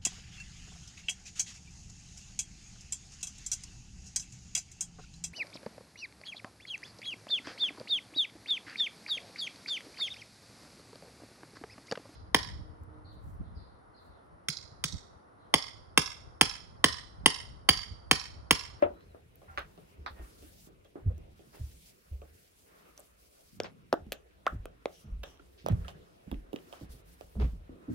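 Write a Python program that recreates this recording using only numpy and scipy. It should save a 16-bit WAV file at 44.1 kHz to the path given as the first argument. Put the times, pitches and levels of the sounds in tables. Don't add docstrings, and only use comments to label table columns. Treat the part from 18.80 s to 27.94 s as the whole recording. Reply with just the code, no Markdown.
import sys
import numpy as np
from scipy import signal
from scipy.fft import rfft, irfft, next_fast_len
from scipy.io import wavfile
from scipy.ndimage import uniform_filter1d

SR = 44100
rng = np.random.default_rng(int(sys.argv[2]) if len(sys.argv) > 2 else 0)


def boost(x):
    u = np.asarray(x, float) / 20
    return 10 ** u


def output_pcm(signal):
    pcm = np.clip(np.atleast_2d(signal).T, -1, 1) * 32767
    wavfile.write(sys.argv[1], SR, np.round(pcm).astype(np.int16))


N = 403074

# t/s, bass lag/ms, treble lag/ms, bass level/dB, treble level/dB
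BEARING = [(.024, -.5, -.23, 4, 2), (.35, -.48, -.29, 5, 0), (.7, .48, .45, -3, -2), (1.3, .54, .5, -1, -3),
           (2.16, .5, .39, -7, -4), (3.5, .41, .39, -7, -2), (4.1, -.11, -.02, -1, -1),
           (4.8, -.14, -.035, -3, 3), (5.13, -.18, -.035, -1.5, 4), (5.32, -.09, -.02, -3, 1),
           (5.67, -.08, .02, -1, 0), (5.86, -.09, -.02, -5, 1), (6.06, -.23, -.035, -4, 3),
           (6.43, -.05, .07, -8, -2), (6.87, .58, .2, -8.5, -3), (7.08, .6, .25, -11, -3),
           (7.5, .52, .25, -12, -5), (7.75, .6, .26, -12, -4), (7.93, .45, .25, -12, -3),
           (8.03, .2, .2, -6, -3), (8.41, .52, .2, -12, -4), (8.6, -.3, -.34, -6, 0),
           (9.1, -.42, -.3, -2, 0)]
BODY_HZ = 1502
UNSHADED_HZ = 200
TRAVEL_S = .001
# f/Hz, correlation [-1 to 1]
LIKENESS = [(60, 0.88), (130, 0.74), (290, 0.23), (640, -0.58), (1410, -0.51), (3100, 0.0079),
            (6820, -0.011), (15000, -0.27)]
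# f/Hz, t60/s, level/dB
HALL_OCTAVES = [(180, 0.42, 0.5), (318, 0.25, 4.5), (692, 0.23, 4), (1415, 0.18, 7.5), (3000, 0.2, 3),
                (5930, 0.24, -1.5), (11000, 0.13, -3.5)]

# f/Hz, level/dB per Hz
RUMBLE_SPECTRUM = [(12, -56.5), (20, -19.5), (54, 0.5), (70, 4), (102, -11.5), (173, -5.5), (260, -31.5),
                   (340, -49)]
# t/s, level/dB
JOSTLE = [(0, -62), (1.9, -61.5), (2.6, -67.5), (3.7, -71.5), (5.0, -67), (7.85, -68.5), (8.4, -61),
          (9.14, -69)]
AFTERSHAKE_DB, AFTERSHAKE_T60_S = -27, 1.15
# f/Hz, level/dB per Hz
AIR_SPECTRUM = [(88, -42.5), (160, -10.5), (240, -3.5), (395, 1), (605, -3), (823, -11.5), (1280, -8),
                (5600, -30)]
# t/s, level/dB
STIR = [(0.0, -54.5), (0.43, -67), (1.45, -60.5), (2.11, -69), (2.4, -63), (3.05, -67.5), (3.8, -68.5),
        (4.07, -61.5), (4.27, -69.5), (5.78, -64.5), (6.8, -67), (7.03, -57.5), (7.59, -64.5),
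        (7.89, -59.5), (8.5, -66), (9.14, -59.5)]
# f/Hz, level/dB per Hz
CLOTH_SPECTRUM = [(1470, -45.5), (2500, -7.5), (2740, -5), (2980, -11), (4010, -2.5), (7220, -6),
                  (8480, -3.5), (15500, -7)]
# t/s, length/s, end level/dB
PULLS = [(0.575, 0.57, -74.5), (1.28, 0.14, -71.5), (1.412, 0.47, -62.5), (2.566, 0.27, -71.5),
         (2.733, 0.2, -63), (2.933, 0.18, -62), (4.379, 0.4, -66.5), (6.081, 0.15, -67.5),
         (6.614, 0.3, -76), (6.864, 0.26, -70.5), (7.146, 0.48, -81), (7.73, 0.24, -69),
         (7.92, 0.13, -67.5), (8.26, 0.098, -66), (9.106, 0.056, -66.5)]
# t/s, length/s, start level/dB
BRUSHES = [(3.115, 0.4, -71), (3.532, 0.74, -69), (4.17, 0.2, -71.5), (5.684, 0.075, -72),
           (6.44, 0.12, -72), (8.105, 0.1, -61), (8.38, 0.21, -68.5), (8.602, 0.17, -68.5)]
PULL_SWELL_DB, BRUSH_FADE_DB = 5.5, 7
# t/s, rms level/dB, low f/Hz, high f/Hz, t60/s
SLAPS = [(.022, -36, 294, 1000, 0.25), (0.023, -39, 1300, 3000, 0.11), (0.674, -64.5, 586, 2600, 1),
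         (0.777, -39, 445, 4770, 0.15), (1.263, -41, 785, 2390, 0.12), (1.261, -51, 3400, 4900, 0.16),
         (2.155, -53.5, 197, 1730, 0.27), (4.842, -42.5, 375, 5800, 0.14), (5.323, -49, 1940, 16000, 0.073),
         (7.084, -49.5, 496, 9000, 0.095), (7.93, -65.5, 497, 5000, 0.93), (6.864, -46, 300, 6000, .12),
         (5.655, -58, 500, 3000, .2)]
# t/s, rms level/dB, low f/Hz, high f/Hz, t60/s
SLIDES = [(1.36, -56, 290, 3030, 0.37), (2.731, -54, 283, 3520, 0.25), (3.318, -59, 300, 785, 0.19),
          (4.722, -57, 115, 260, 1.6), (6.11, -67.5, 2440, 7000, 0.4), (6.439, -65.5, 306, 6400, 0.86),
          (6.779, -58, 2020, 5970, 0.2), (6.888, -41.5, 306, 4200, 0.15), (8.595, -40.5, 246, 5500, 0.22),
          (8.89, -58.5, 203, 588, 1.1), (9.077, -36.5, 241, 340, 0.33), (6.125, -67, 5400, 6300, 0.47),
          (6.14, -66.5, 2800, 3400, 0.35), (6.45, -66, 5400, 6200, .4), (6.47, -65.5, 2820, 3400, 0.32),
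          (3.86, -73, 900, 3000, 2.5), (4.06, -75, 1180, 1350, .9)]
SLAP_RISE_S, SLIDE_RISE_S = .0035, 0.016
# t/s, peak level/dB
DOOR_HIT = [
    (0.0234, -7),
]
# f/Hz, level/dB, t60/s
DOOR_MODES = [(372, -13, 0.28), (511, -19.5, 0.27), (600, -1.5, 0.3), (640, -4.5, 0.073), (953, -4, 0.096),
              (1233, -15.5, 0.15), (1850, -24, 0.096), (1900, -37, 0.12), (2530, -23.5, 0.035),
              (3050, -29, 0.32)]
# t after contact/s, strength [ratio]
DOOR_BLOWS = [(.0025, 2.1), (.0062, .9), (.0165, 0.7), (.025, 0.53), (.04, 0.43), (.049, 0.31)]
# t/s, peak level/dB, f/Hz,
# width/octaves
CLICKS = [(.175, -63, 2200, 1.5), (.197, -60, 13000, .6), (.208, -52, 2300, 1.9), (.557, -40, 13100, 0.73),
          (.557, -56, 5000, 1.6), (0.783, -43, 5000, .6), (0.788, -47, 5000, .6), (2.047, -53, 2770, 1.6),
          (4.1773, -39, 5800, 0.5), (4.191, -52, 4500, 1.8), (4.1965, -36, 11500, 0.79),
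          (4.2032, -40, 8450, 0.36), (4.8018, -27, 1700, .8), (5.1277, -25, 4420, 0.83),
          (5.1274, -22, 1140, 1.03), (5.1393, -36, 1000, 0.87), (5.3208, -30, 1430, 0.64),
          (5.6662, -26, 2000, 0.46), (5.8562, -42, 1300, 0.58), (6.0566, -32.5, 1900, 0.83),
          (1.263, -44, 3770, 0.58), (.7752, -33, 2520, 0.6), (.7822, -43, 3330, 0.24),
          (7.515, -39.5, 760, 0.46), (6.4375, -42, 1220, 0.96), (3.417, -52, 2400, 0.6),
          (.0235, -44, 4490, .9), (5.128, -27, 14500, 0.4), (5.139, -40, 13100, 0.49),
          (5.3213, -22.5, 3060, 0.92), (5.321, -35, 6050, 0.18), (5.3282, -27.5, 2420, 1.4),
          (5.329, -29, 12400, .3), (5.6662, -23, 2630, 0.73), (6.0571, -27, 2420, 0.7),
          (6.574, -54, 2950, .6), (6.778, -54.5, 4090, 0.73), (6.8622, -39, 5540, 0.4),
          (6.885, -40, 5640, 0.28), (7.007, -55, 2780, 1.5), (7.5157, -39, 2300, 0.54),
          (7.543, -44, 2300, 0.44), (7.732, -48, 2870, 0.37), (7.788, -50, 2780, 0.52),
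          (7.928, -45, 3120, 0.44), (8.109, -47, 10000, .9), (8.602, -48, 2570, .8),
          (4.1768, -44, 11500, .8), (4.8015, -38, 14500, .4), (4.82, -55, 13000, .4),
         (4.845, -50, 8000, 1.5), (5.267, -58, 8000, 1.5), (5.3235, -38, 13000, .2),
         (5.326, -38, 12500, .2), (5.6668, -23.5, 2400, .9), (6.575, -58, 9000, 1.5),
         (7.7606, -45, 3000, 0.44), (8.41, -46, 2600, .6), (8.41, -49, 7200, .4), (1.263, -42, 4200, 0.46),
         (4.2036, -48, 7000, 2.0), (4.1768, -52, 2500, 1.2), (8.72, -58, 11000, .9), (7.0, -58, 7000, 1.5)]
# t/s, peak level/dB, joist f/Hz, tread overtone level/dB
FLOOR_STEPS = [(0.026, -40.5, 84.7, -18), (0.259, -48.5, 84.7, -12.5), (0.42, -54, 79.8, -10.5),
               (0.674, -47, 76.3, -13), (0.768, -42.5, 61.4, -19), (0.976, -61, 129.6, 0.5),
               (1.18, -40, 69.6, -28), (1.297, -42, 65.3, -18), (1.39, -35, 54.5, -19),
               (1.602, -49.5, 69.5, -9), (2.2562, -17, 89, -19), (2.302, -34, 75, -20),
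               (2.419, -54, 74, -36), (2.657, -62, 80, 5.5), (2.793, -36, 108, -14.5),
               (2.807, -29.5, 70, -38), (2.932, -49.5, 58.4, -27), (3.311, -29, 67, -37),
               (3.398, -46, 69.3, -36)]
# t/s, peak level/dB, stringer f/Hz, tread overtone level/dB
STAIR_STEPS = [(5.2, -44, 77.4, -10), (5.26, -43.5, 50.8, -4), (5.717, -32, 54, -6.5),
               (5.739, -34.5, 96.7, -14), (5.791, -33.5, 42.3, -22), (6.24, -48.5, 130.7, -2.5),
               (6.268, -40.5, 67.2, -7), (6.314, -25.5, 46, -32), (6.37, -34, 58, -26),
               (6.84, -49, 131.8, 3.5), (6.899, -29.5, 121, -7), (6.908, -15.5, 96.5, -17),
               (6.942, -24, 89.4, -18), (6.98, -28, 50.8, -35), (7.03, -37.5, 70.2, -19.5),
               (7.463, -47, 57.8, 3.5), (7.512, -29, 50.4, -5), (7.571, -35.5, 42.8, -22),
               (8.013, -42.5, 61.4, 2.5), (8.089, -39, 52.9, -14), (8.131, -48, 51.2, 0.5),
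               (8.435, -48.5, 50.7, -21), (8.556, -27.5, 60, -8), (8.588, -25, 60, -11),
               (8.605, -19, 60.8, -10), (8.638, -26, 58, -4), (8.718, -34.5, 43.1, -9.5),
               (8.788, -42.5, 70.7, -25), (8.89, -48.5, 43.7, -1), (9.084, -33.5, 112.4, -2.5)]
FIRM_DB = -25
STEP_T60_S, STEP_T60_S_PER_DB = 0.21, 0.002
LOAD_S, LOAD_CYCLES = .006, .4
# t/s, level/dB, start f/Hz, end f/Hz, length/s
SQUEAKS = [(0.677, -53, 1430, 1340, 0.05), (0.678, -61, 770, 777, 0.098), (1.34, -65.5, 1900, 1810, 0.11),
           (4.834, -38, 5230, 5150, 0.003), (5.665, -22, 840, 1600, 0.0155),
           (6.594, -52.5, 1410, 1400, 0.0091), (2.297, -47, 497, 487, 0.027),
           (6.925, -36.5, 180, 170, 0.064), (0.135, -75, 3880, 4180, .125), (0.27, -77, 4400, 3800, 0.065),
           (6.866, -42.5, 195, 180, 0.028), (6.9, -26.5, 188, 164, 0.023),
           (8.574, -34.5, 196.6, 204, 0.029), (8.605, -36, 420, 422, 0.024),
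           (8.625, -29.5, 125, 145, 0.032), (8.665, -45, 157, 147, .025), (7.044, -53, 1340, 1360, 0.019)]
# t/s, peak level/dB, ring f/Hz, crack level/dB, tick level/dB
HALL_KNOCKS = [(0.3455, -42, 476, -38, -43), (0.616, -51, 530, -12, -27), (0.7745, -22.5, 1300, -23, -50),
               (0.781, -23, 1300, -29, -35), (0.791, -35.5, 1740, -27, -16), (0.976, -46.5, 463, -10, -23),
               (1.2617, -24, 1080, -33, -58), (1.268, -41, 950, -23, -49), (1.389, -54, 350, -4, -9),
               (1.624, -49.5, 268, -8, -10), (1.871, -49, 351, -21, -18), (2.049, -59.5, 490, 1, -3),
               (2.155, -36.5, 330, -36, -41), (2.298, -50, 477, -32, -33), (2.379, -56, 332, -17, -6),
               (2.592, -53, 372, -5, -19), (3.417, -44.5, 489, -14.5, -41), (4.176, -55, 537, -8, -8),
               (4.191, -52, 540, -21, -20)]
# t/s, peak level/dB, ring f/Hz, crack level/dB, tick level/dB
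TOP_TREADS = [(4.8007, -21.5, 480, -3, -30), (4.833, -43, 497, -9, -25), (5.127, -12, 575, -17.5, -37.5),
              (5.1336, -20, 336, -19, -40), (5.139, -19.5, 640, -23, -27), (5.264, -46, 203, -20, -35),
              (5.320, -30, 527, 0.5, -2.5), (5.324, -41, 465, 2, -2), (5.6658, -18.5, 640, -23, -29.5),
              (5.855, -35, 450, -8, -16), (6.056, -20, 500, -14.5, -29.5)]
# t/s, peak level/dB, ring f/Hz, crack level/dB
STAIR_KNOCKS = [(6.4332, -44, 700, 6), (6.4362, -43, 700, 8), (6.4378, -39, 520, -6), (6.596, -55, 330, -3),
                (6.8616, -21, 585, -17), (6.8845, -23, 560, -12), (7.047, -48, 1370, -9),
                (7.081, -40, 700, 4), (7.514, -36, 268, -4), (7.526, -33.5, 263, -26),
                (7.544, -52, 243, -4), (7.73, -32, 384, -10.5), (7.739, -29, 283, -24),
                (7.76, -39, 407, -1), (7.926, -41, 600, -1.5), (7.934, -42, 820, -13),
                (8.01, -44.5, 245, -12), (8.409, -38.5, 511, -7.5), (8.553, -45.5, 397, -26),
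                (8.892, -43, 272, -35), (9.084, -45, 270, -32)]
TREAD_TICK_DB, TICK_FOLLOWS = -12, 0.63
FIRM_ROOM_DB, ROOM_PER_DB = -11, 0.4925
CARPET_DB = 3
CRACK_HZ, TICK_HZ = (950, 5370), (5400, 18100)
NOSING_HZ, NOSING_SHARE = (2300, 3550), 0.98
SNAP_OVER_GRIT, CRACK_WET, SWING_RISE_CYCLES = 10.3, 0.8, 0.47
# f/Hz, level/dB per Hz
HISS_SPECTRUM = [(1470, -33), (2500, -1), (3000, -7), (3270, -8.5), (4270, -9), (5490, -20.5), (9370, -12),
                 (15500, -24.5)]
HISS_DB, TOP_HZ = -76.5, 15800


def rms_one(x):
    return x / np.sqrt(np.mean(x ** 2) + 1e-20)


def at_hz(points, hz):
    table_hz, values = np.array(points)[:, :2].T
    return np.interp(np.log(hz), np.log(table_hz), values)


def in_time(rows):
    s, *columns = np.transpose(rows)
    return [np.interp(np.arange(N) / SR, s, c) for c in columns]


def band(x, low_hz, high_hz):
    sos = signal.butter(2, [low_hz, min(high_hz, SR * .45)], "band", fs=SR, output="sos")
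    return signal.sosfilt(sos, x)


def fade(t, t60):
    return boost(-60 * t / max(t60, .002))


def drift(rate):
    r = np.exp(-80 * np.pi * rate / SR)
    white = rng.standard_normal(N // 40 + 2002)
    slow = signal.lfilter([1], [1, -2 * r, r * r], white)[2000:]
    return np.interp(np.arange(N) / 40, np.arange(len(slow)), rms_one(slow))


def add(out, s, sound):
    i = round((s - TRAVEL_S) * SR)
    out[:, i:i + sound.shape[1]] += sound[:, :N - i]


def ports(x, s, share=1):
    times, *columns = np.transpose(BEARING)
    bass_ms, treble_ms, bass_db, treble_db = (np.interp(s, times, c) for c in columns)
    size = next_fast_len(len(x) + SR // 100)
    hz = np.arange(size // 2 + 1) * SR / size
    bass = 1 / (1 + (hz / BODY_HZ) ** 4)
    lag_s = share * (treble_ms + (bass_ms - treble_ms) * bass) / 1000
    shadow = hz ** 2 / (hz ** 2 + UNSHADED_HZ ** 2)
    pan_db = (treble_db + (bass_db - treble_db) * bass) * shadow
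    side = np.array([[1], [-1]])
    delay_s = TRAVEL_S + np.maximum(side * lag_s, 0)
    path = boost(side * pan_db / 2) * np.exp(-2j * np.pi * hz * delay_s)
    return irfft(rfft(x, size) * path, size)[:, :len(x)]


def hall_reply():
    t = np.arange(SR // 2) / SR
    white = rng.standard_normal((2, len(t)))
    reply = 0
    for hz, t60, level_db in HALL_OCTAVES:
        octave = band(white, hz / np.sqrt(2), hz * np.sqrt(2))
        reply = reply + boost(level_db) * octave * fade(t, t60)
    reply = reply * (1 - fade(t, 0.0061))
    return reply[:, :SR // 4] / np.sqrt(np.sum(reply ** 2) / 2)


def in_hall(x, s, room_db, reply):
    wet = boost(room_db) * signal.oaconvolve(x[None], reply, axes=1)
    wet[:, :len(x)] += ports(x, s)
    return wet


def bed(spectrum, patchy_db, rate):
    out, white = 0, rng.standard_normal((2, 2, N))
    lowest, highest = spectrum[0][0], spectrum[-1][0]
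    edges = lowest * 2 ** np.arange(0, np.log2(highest / lowest) + .5, .5)
    for k, (low, high) in enumerate(zip(edges, edges[1:])):
        mid, side = band(white[k % 2], low, high)
        hz = np.sqrt(low * high)
        alike = np.clip(at_hz(LIKENESS, hz), -1, 1)
        gain = boost(at_hz(spectrum, hz) + patchy_db * drift(rate))
        mid = gain * np.sqrt(1 + alike) * mid
        side = gain * np.sqrt(1 - alike) * side
        out = out + np.array([mid + side, mid - side])
    return rms_one(out)


def handling_rumble():
    s, peak_db, *_ = np.transpose(FLOOR_STEPS + STAIR_STEPS)
    kicks = np.full(N, 1e-18)
    kicks[(s * SR).astype(int)] = boost(peak_db + AFTERSHAKE_DB) ** 2
    shake = signal.lfilter([1], [1, -fade(2 / SR, AFTERSHAKE_T60_S)], kicks)
    jostle_db, = in_time(JOSTLE)
    level = np.sqrt(boost(jostle_db) ** 2 + uniform_filter1d(shake, size=SR // 10))
    return level * bed(RUMBLE_SPECTRUM, patchy_db=3.5, rate=3.3)


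def house_air():
    stir_db, = in_time(STIR)
    return boost(stir_db) * bed(AIR_SPECTRUM, patchy_db=3.0, rate=6.1)


def drag():
    t = np.arange(N) / SR
    pressure = np.full(N, boost(-81.5))
    strokes = [(s, length, db - PULL_SWELL_DB, db) for s, length, db in PULLS]
    strokes += [(s, length, db, db - BRUSH_FADE_DB) for s, length, db in BRUSHES]
    for s, length, start_db, end_db in strokes:
        on = slice(round(s * SR), round((s + length) * SR))
        pressure[on] += boost(start_db + (end_db - start_db) * (t[on] - s) / length)
    pressure = uniform_filter1d(pressure, size=SR // 30)
    catching = boost(1.5 + 1.1 * drift(19))
    return pressure * catching * bed(CLOTH_SPECTRUM, patchy_db=1.4, rate=8.1)


def scuffs():
    out = np.zeros((2, N))
    rows = [(*row, SLAP_RISE_S) for row in SLAPS] + [(*row, SLIDE_RISE_S) for row in SLIDES]
    white = rng.standard_normal((len(rows), 4, SR // 2))
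    for (s, level_db, low_hz, high_hz, t60, rise), noise in zip(rows, white):
        t = np.arange(min(round(.8 * t60 * SR), SR // 2)) / SR
        noise = noise[:, :len(t)]
        grains = boost(2.4 * rms_one(band(noise[3], 30, 280)))
        dull = np.exp(-2 * np.pi * 1.5 * low_hz / SR)
        rub = signal.lfilter([1], [1, -dull], noise[:3] * grains)
        rub = band(band(rub, low_hz, high_hz), low_hz / 2, high_hz)
        direct, *diffuse = rms_one(rub)
        stroke = boost(level_db) * (1 - np.exp(-t / max(rise, .001))) * fade(t, t60)
        add(out, s, stroke * (1.1 * ports(direct, s) + 1.56 * np.array(diffuse)))
    return out


def door(reply):
    (s, peak_db), t = DOOR_HIT[0], np.arange(SR // 3) / SR
    panel = 0
    for hz, level_db, t60 in DOOR_MODES:
        panel = panel + boost(level_db) * np.sin(2 * np.pi * hz * t) * fade(t, .22 * t60)
    rattle = .55 * rng.standard_normal(len(t)) * fade(t, 0.11) * (1 - fade(t, 0.0047))
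    for after, force in DOOR_BLOWS:
        rattle += force * np.exp(-((t - after) / 0.00013) ** 2)
    blow = band(signal.fftconvolve(panel, rattle)[:len(t)], 380, 2900)
    blow = boost(peak_db - 4.0) * blow / np.abs(blow).max()
    out = np.zeros((2, N))
    add(out, s - .0012, in_hall(blow, s, -12.5, reply))
    return out


def clicks(reply):
    out, t = np.zeros((2, N)), np.arange(SR // 100) / SR
    rows = CLICKS
    slips = rng.standard_normal((len(rows), len(t))) * fade(t, 0.0064) + 7.2 * (t == 0)
    for (s, peak_db, hz, octaves), slip in zip(rows, slips):
        half = 2 ** (max(octaves, .1) / 2)
        click = band(slip, min(hz / half, .4 * SR), hz * half)
        click = boost(peak_db) * click / np.abs(click).max()
        add(out, s, in_hall(click, s, -17.0, reply[:, :SR // 8]))
    return out


def thumps():
    out, t = np.zeros((2, N)), np.arange(SR // 2) / SR
    steps = FLOOR_STEPS + STAIR_STEPS
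    grain = band(rng.standard_normal((len(steps), len(t))), 98, 245)
    for (s, peak_db, hz, tread_db), rough in zip(steps, grain):
        t60 = STEP_T60_S + STEP_T60_S_PER_DB * (FIRM_DB - peak_db)
        load = 1 - np.exp(-(t / (LOAD_S + LOAD_CYCLES / hz)) ** 2)
        phase = 2 * np.pi * hz * (t + 0.0031 * (1 - np.exp(-t / 0.022)))
        swing = (np.sin(phase) + 0.48 * np.sin(0.682 * phase)) * fade(t, t60)
        tread = boost(tread_db + 2.5) * rms_one(rough) * fade(t, 0.46 * t60)
        thump = boost(peak_db + 3.5) * load * (swing + tread)
        add(out, s, ports(thump, s, share=0.86))
    return out


def squeaks(reply):
    out, waver = np.zeros((2, N)), drift(40)
    for s, level_db, start_hz, end_hz, length in SQUEAKS:
        t = np.arange(round(length * SR)) / SR
        cycles = start_hz * t + (end_hz - start_hz) * t ** 2 / (2 * length)
        level = boost(level_db + 1.5 * waver[round(s * SR):][:len(t)])
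        stroke = np.sin(np.pi * t / length) ** 0.66 * level
        add(out, s, in_hall(np.sin(2 * np.pi * cycles) * stroke, s, -20.0, reply))
    return out


def knocks(replies):
    out, t = np.zeros((2, N)), np.arange(SR // 16) / SR
    rows = HALL_KNOCKS + TOP_TREADS
    rows = rows + [(*row, TREAD_TICK_DB + TICK_FOLLOWS * row[-1]) for row in STAIR_KNOCKS]
    grit = rng.standard_normal((len(rows), len(t)))
    snap = SNAP_OVER_GRIT * (t == 0)
    cracks = band(snap + grit * fade(t, 0.015), *CRACK_HZ)
    cracks = cracks + NOSING_SHARE * band(cracks, *NOSING_HZ)
    ticks = band(0.32 * snap + grit * fade(t, 0.0081), *TICK_HZ)
    for k, (s, peak_db, hz, crack_db, tick_db) in enumerate(rows):
        room_db = FIRM_ROOM_DB + ROOM_PER_DB * (FIRM_DB - peak_db)
        if k >= len(HALL_KNOCKS):
            room_db -= CARPET_DB
        swing = np.sin(2 * np.pi * hz * t) * fade(t, 5.5 / hz)
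        swing *= 1 - np.exp(-(t * hz / SWING_RISE_CYCLES) ** 2)
        overtone = 0.22 * np.sin(2 * np.pi * 2.11 * hz * t) * fade(t, 2.18 / hz)
        ring = band(overtone - swing, 0.31 * hz, 14000)
        ring /= np.abs(ring).max()
        crack = boost(crack_db + 5.0) * cracks[k] / np.abs(cracks[k]).max()
        tick = boost(tick_db + 7.0) * ticks[k] / np.abs(ticks[k]).max()
        roomy = boost(peak_db + .5) * (ring + CRACK_WET * crack + 0.22 * tick)
        close = boost(peak_db + 3.0) * (tick + (1 - CRACK_WET) * crack)
        add(out, s + .0009, in_hall(roomy, s, room_db, replies[k % len(replies)]))
        add(out, s + .0009, ports(close, s))
    return out


def scene():
    replies = [hall_reply() for _ in range(7)]
    beds = handling_rumble() + house_air() + drag()
    hits = scuffs() + door(replies[0]) + clicks(replies[2]) + thumps()
    return beds + hits + squeaks(replies[1]) + knocks(replies)


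def low_pass(x):
    return signal.sosfilt(signal.butter(12, 16990, fs=SR, output="sos"), x)


def record(dry):
    noisy = dry + boost(HISS_DB) * bed(HISS_SPECTRUM, patchy_db=2.2, rate=17)
    top_cut = signal.ellip(7, .5, 28, TOP_HZ, fs=SR, output="sos")
    mix = signal.sosfilt(top_cut, noisy)
    return low_pass(mix)


dry = scene()
out = record(dry)
output_pcm(out)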